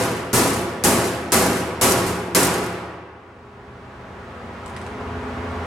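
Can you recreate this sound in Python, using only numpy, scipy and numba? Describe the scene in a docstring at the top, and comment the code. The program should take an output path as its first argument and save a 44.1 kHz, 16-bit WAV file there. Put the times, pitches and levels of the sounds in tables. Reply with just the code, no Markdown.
"""Hammering a canoe hull

A man hammers an upturned composite hull in a concrete boat shed, about two blows a second. Each blow
cracks, rings the shell, rattles fittings and fills the hall; the hull then jolts back on its stands.
The camcorder's gain control ducks for the blows, then slowly lifts the ventilation hum.
A few light clicks follow and a machine drone swells in."""
import sys
import numpy as np
from scipy import signal
from scipy.fft import rfft, irfft, next_fast_len
from scipy.io import wavfile
from scipy.ndimage import uniform_filter1d
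from numba import njit

SR = 44100
rng = np.random.default_rng(int(sys.argv[2]) if len(sys.argv) > 2 else 0)


def unload_audio(sound):
    """Save the sound as a 16-bit wav file, at the path given as the first command line argument."""
    columns = np.transpose(np.atleast_2d(sound))
    # keep every value between -1 and 1, then stretch to whole-number steps
    steps = np.round(np.clip(columns, -1, 1) * 32767)
    wavfile.write(sys.argv[1], SR, steps.astype(np.int16))


N = 249593


# blows: t/s, level/dB, wait to jolt/s, jolt level/dB
BLOWS = [(-0.165, 6.5, 0.326, -13.5), (0.3304, 2.5, 0.23, -9), (0.8380, 4, 0.214, -5),
         (1.3203, 7, 0.25, -5.5), (1.8127, 6, 0.253, -0.5), (2.3485, 11, 0.28, -10)]
# dense shell resonances: f/Hz, density/dB
SHELL_SPECTRUM = [(30, -20), (60, -17.5), (100, -3), (200, -2), (380, 0.5), (600, -5.5), (1050, -8),
                  (2000, -14), (3600, -19.5), (5500, -16), (9000, -13), (12000, -15), (15500, -30.5)]
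# snap of a hard contact on the skin: f/Hz, density/dB
SNAP_SPECTRUM = [(300, -17.5), (2500, -12), (4500, 0), (6500, 0), (9500, 2), (12000, -0.5), (16000, -17.5)]

def hammering(ripple_db=1.5, usual_blow_db=5, size=65536):
    """Each blow snaps on the skin and shakes the hull, which then jolts back on its stands."""
    out = np.zeros((2, N))
    hz = np.arange(30, 16000, 30)
    peaks_db = ripple_db * treble(hz) * rng.standard_normal(len(hz))  # stiff shell: narrow resonances
    shell = np.c_[hz, read(SHELL_SPECTRUM, hz) + peaks_db]
    for at_s, db, wait_s, jolt_db in BLOWS:
        extra_db = db - usual_blow_db  # the hull flexes only so far: extra force goes to the midrange
        crack = strike(shell, size, t60_s=0.51, hall_db=2.5,
                       bright_db=-0.5 * extra_db, boom_db=-1.16 * extra_db)
        ring = undb(-11) * hull_ring(size)
        snap = undb(-5.5) * burst(SNAP_SPECTRUM, t60_s=0.009, bright_db=5, size=4096)
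        add(out, undb(db) * snap, at_s)
        add(out, undb(db) * (crack + ring + rattle(size)), at_s)
        knock = strike(shell, size, t60_s=0.23, hall_db=-12.5, bright_db=-1.5, boom_db=2.5)
        jolt = knock + undb(-15.5) * hull_ring(size)
        add(out, undb(jolt_db) * jolt, at_s + wait_s)
    return out


# sound straight from the hull: f/Hz, level/dB
DIRECT_SOUND = [(40, 4), (100, -3.5), (400, -15.5), (1200, -12), (3000, -6), (7000, -4), (15000, -8.5)]
# shed reverberation: f/Hz, t60/s
HALL_DECAY = [(40, 0.8), (100, 1.06), (400, 1.275), (1100, 1.43), (2900, 1.157), (5500, 0.72), (9000, 0.66),
              (15000, 0.48)]

def strike(colour, size, t60_s, hall_db, bright_db, boom_db):
    """Dense shell resonances ring out; the hall fills as they empty, then dies away, treble first."""
    hz, spectrum = noise_spectrum(colour, size)
    t, out = np.arange(size) / SR, 0
    centres_hz = np.geomspace(30, 16000, 15)
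    for band_hz, weights in zip(centres_hz, np.eye(len(centres_hz))):
        band = irfft(spectrum * read(np.c_[centres_hz, weights], hz), size)
        ring = fade(t, t60_s) ** 2
        hall = (1 - ring) * fade(t, read(HALL_DECAY, band_hz)) ** 2
        power = undb(read(DIRECT_SOUND, band_hz)) ** 2 * ring + undb(hall_db) ** 2 * hall
        tilt_db = bright_db * treble(band_hz) + boom_db / (1 + (band_hz / 350) ** 2)
        out += band * np.sqrt(power) * undb(tilt_db)
    return out


# modes of the hull and the air under it: f/Hz, level/dB, t60/s
HULL_MODES = [(81.7, -8.5, 1.75), (112.7, -6.5, 1.67), (128, -4, 1.22), (162, -0.5, 1.28),
              (178.8, 1.5, 1.17), (190.1, -2, 0.85), (221, -5.5, 0.84), (273.3, 1.5, 0.79),
              (318.4, -2.5, 1.5), (351.6, -4.5, 1.5), (379.7, 1, 1.23), (421.5, 0.5, 1.06),
              (468, -10, 0.52), (504, -3, 1.39), (673, -7.5, 1.34), (806, -1.5, 0.78), (976, -7, 0.88),
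              (1145, -3.5, 0.79)]

def hull_ring(size, swell_s=0.049, scatter_db=2, detune=0.00788):
    """Low modes; each blow lands on a new spot and weights them anew."""
    t, out = np.arange(size) / SR, 0
    for hz, db, t60_s in HULL_MODES:
        weight, pitch, phase = rng.standard_normal(3)
        wave = np.sin(2 * np.pi * (hz * (1 + detune * pitch) * t + phase))
        out += undb(db + scatter_db * weight) * fade(t, t60_s) * wave
    return out * (1 - np.exp(-t / swell_s))


def rattle(size, count=14, settle_t60_s=0.58):
    """Loose fittings tick at random while the shaken hull settles."""
    out = np.zeros((2, size))
    for when, force in rng.random((count, 2)):
        at_s = 0.08 + 0.3 * when
        tick = burst(SNAP_SPECTRUM, t60_s=0.02, bright_db=3, size=2048)
        add(out, undb(0.75 + 7 * force) * fade(at_s, settle_t60_s) * tick, at_s)
    return out


# handling clicks: t/s, level/dB, treble/dB
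CLICKS = [(4.6608, -37, 11.5), (4.7642, -24, -2)]
# rebound spacing per click: gap/s
REBOUND_GAPS_S = [0.018, 0.0502]

def handling(rebounds=2):
    """Something handled clicks, then rebounds at even gaps, softer and duller."""
    out = np.zeros((2, N))
    for (at_s, db, bright_db), gap_s in zip(CLICKS, REBOUND_GAPS_S):
        add(out, undb(db) * click(bright_db), at_s)
        for k in range(1, rebounds + 1):
            add(out, undb(db - 4) * click(bright_db - 3), at_s + k * gap_s)
    return out


# click colour: f/Hz, density/dB
CLICK_SPECTRUM = [(300, -21.5), (2000, 3), (4000, -5.5), (6000, -9), (8000, -7.5), (11000, -11.5),
                  (12500, -28), (15000, -42)]

def click(bright_db):
    """A small hard contact with a faint wash of the hall."""
    tick = burst(CLICK_SPECTRUM, t60_s=0.015, bright_db=bright_db, size=16384)
    wash = burst(CLICK_SPECTRUM, t60_s=0.45, bright_db=bright_db, size=16384)
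    return tick + undb(-19) * wash


# drone harmonics 1, 3, 5: level/dB
DRONE_LEVELS_DB = [-38, -38.5, -39.5]

def drone(pitch_hz=85, mid_swell_s=4.96, rise_s=0.3):
    """A machine's hollow drone of odd harmonics swells in and stays."""
    t = np.arange(N) / SR
    swell = (1 + np.tanh(2 * (t - mid_swell_s) / rise_s)) / 2
    harmonics = [((2 * k + 1) * pitch_hz, db) for k, db in enumerate(DRONE_LEVELS_DB)]
    return swell * tones(harmonics, waver_db=2, drift_hz=0.703)


# rushing air: f/Hz, density/dB
AIR_SPECTRUM = [(25, -24), (50, -6), (90, -1), (200, -3), (420, -2.5), (700, -2), (1150, -2.5),
                (2000, -11.5), (3000, -19.5), (4000, -26), (7000, -34), (11000, -42.5), (14000, -51.5),
                (16000, -49.5)]
# fan harmonics: multiple of shaft rate
FAN_ORDERS = [3, 5, 7, 8, 9, 10, 11, 14, 15, 16, 17, 19]
# fan harmonics: level/dB
FAN_LEVELS_DB = [-46, -46, -50, -48.5, -48, -46, -48, -51, -49, -46, -46.5, -51.5]
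# other motors and mains: f/Hz, level/dB
MOTOR_HUM = [(58, -49), (71, -48.5), (88.6, -40), (120, -44), (803, -53)]

def ventilation(shaft_hz=25.5):
    """Air rushes over the harmonics of a fan and the hum of other motors."""
    size = next_fast_len(N)
    _, spectrum = noise_spectrum(AIR_SPECTRUM, size)
    air = irfft(spectrum, size)[:, :N]
    fan = tones(zip(shaft_hz * np.array(FAN_ORDERS), FAN_LEVELS_DB), waver_db=3, drift_hz=0.9)
    motors = tones(MOTOR_HUM, waver_db=3, drift_hz=0.696)
    return undb(-32 + 0.25 * walk(rate_hz=4.9)) * air + fan + motors


# stereo width: f/Hz, side minus mid/dB
STEREO_WIDTH = [(30, -5), (60, -13), (110, -18), (200, -20.5), (380, -14.5), (700, -10.5), (1300, -6.5),
                (2400, -3), (4400, -2.5), (8100, -6), (15000, -12.5)]

def noise_spectrum(colour, size):
    """Frequencies and stereo spectrum of coloured noise, mid at rms 1."""
    hz = np.fft.rfftfreq(size, 1 / SR)
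    mid, side = rfft(rng.standard_normal((2, size)))
    side *= undb(read(STEREO_WIDTH, hz))
    gain = undb(read(colour, hz))
    return hz, np.array([mid + side, mid - side]) * gain / np.sqrt(np.mean(gain ** 2))


def burst(colour, t60_s, bright_db, size, attack_s=0.00036):
    """Decaying noise of a hard contact."""
    hz, spectrum = noise_spectrum(colour, size)
    t = np.arange(size) / SR
    noise = irfft(spectrum * undb(bright_db * treble(hz)), size)
    return noise * fade(t, t60_s) * (1 - np.exp(-t / attack_s))


def tones(table, waver_db, drift_hz, drift_rate_hz=3):
    """Sustained sines that waver in level and pitch."""
    out = 0
    for hz, db in table:
        turns = np.cumsum(hz + drift_hz * walk(drift_rate_hz)) / SR + rng.random()
        rms = undb(db + waver_db * walk(rate_hz=2.39))
        out += np.sqrt(2) * rms * np.sin(2 * np.pi * turns)
    return out


def walk(rate_hz):
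    """Smooth random wander, spread near 1."""
    hold = int(SR / rate_hz)
    steps = np.repeat(rng.standard_normal(N // hold + 1), hold)
    return 1.3 * uniform_filter1d(uniform_filter1d(steps, hold), hold)[:N]


def undb(db):
    """Decibels to gain."""
    return 10 ** (np.asarray(db) / 20)


def read(table, hz):
    """Table lookup on a log-frequency axis."""
    knots_hz, values = np.transpose(table)
    return np.interp(np.log(np.maximum(hz, 1)), np.log(knots_hz), values)


def fade(t, t60_s):
    """Amplitude falling 60 dB in t60_s."""
    return np.exp(-np.log(1000) * t / t60_s)


def treble(hz):
    """Shelf from 0 in the bass to 1 in the treble."""
    return hz ** 2 / (hz ** 2 + 3000 ** 2)


def add(out, sound, at_s):
    """Mix a sound in; at_s may be negative."""
    start = int(round(at_s * SR))
    a, b = np.clip([start, start + sound.shape[1]], 0, N)
    out[:, a:b] += sound[:, a - start:b - start]


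def scene():
    """Everything that sounds in the shed."""
    return hammering() + handling() + ventilation() + drone()


def drum_notches(x, drum_hz=149.85, depth=0.97, narrowness=0.49):
    """The camcorder's comb filter notches every harmonic of its tape drum."""
    size = next_fast_len(N + SR)
    delay = np.exp(-2j * np.pi * np.fft.rfftfreq(size, 1 / SR) / drum_hz)
    comb = (1 - depth * delay) / (1 - narrowness * delay)
    return irfft(rfft(x, size) * comb, size)[:, :N]


@njit
def follow_peak(x, level, charge, leak):
    """Peak detector: charges quickly, leaks slowly."""
    out = np.empty(len(x))
    for i in range(len(x)):
        level = level + (x[i] - level) * charge if x[i] > level else level * leak
        out[i] = level
    return out


def gain_control(x, ceiling_db=-6, start_peak_db=14, attack_s=0.0006, release_db_per_s=10):
    """Starts turned down by earlier blows, clamps peaks at once and creeps back up."""
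    charge = 1 / (1 + attack_s * SR)
    leak = float(undb(-release_db_per_s / SR))
    peak = follow_peak(np.abs(x).max(axis=0), float(undb(start_peak_db)), charge, leak)
    return x / np.sqrt(1 + (peak / undb(ceiling_db)) ** 2)


# camcorder whine: f/Hz, level/dB
CAMCORDER_WHINE = [(8500, -70), (15735, -82)]

def record(dry, saturation=0.57, cutoff_hz=16000):
    """Drum comb and thin whine, then gain control, rounded peaks and a low-pass."""
    whine = tones(CAMCORDER_WHINE, waver_db=1.5, drift_hz=50, drift_rate_hz=120)
    levelled = gain_control(drum_notches(dry) + whine)
    rounded = levelled / (1 + (levelled / saturation) ** 4) ** 0.25
    lowpass = signal.ellip(8, 0.2, 70, cutoff_hz, fs=SR, output="sos")
    return signal.sosfilt(lowpass, rounded)


dry = scene()
out = record(dry)
unload_audio(out)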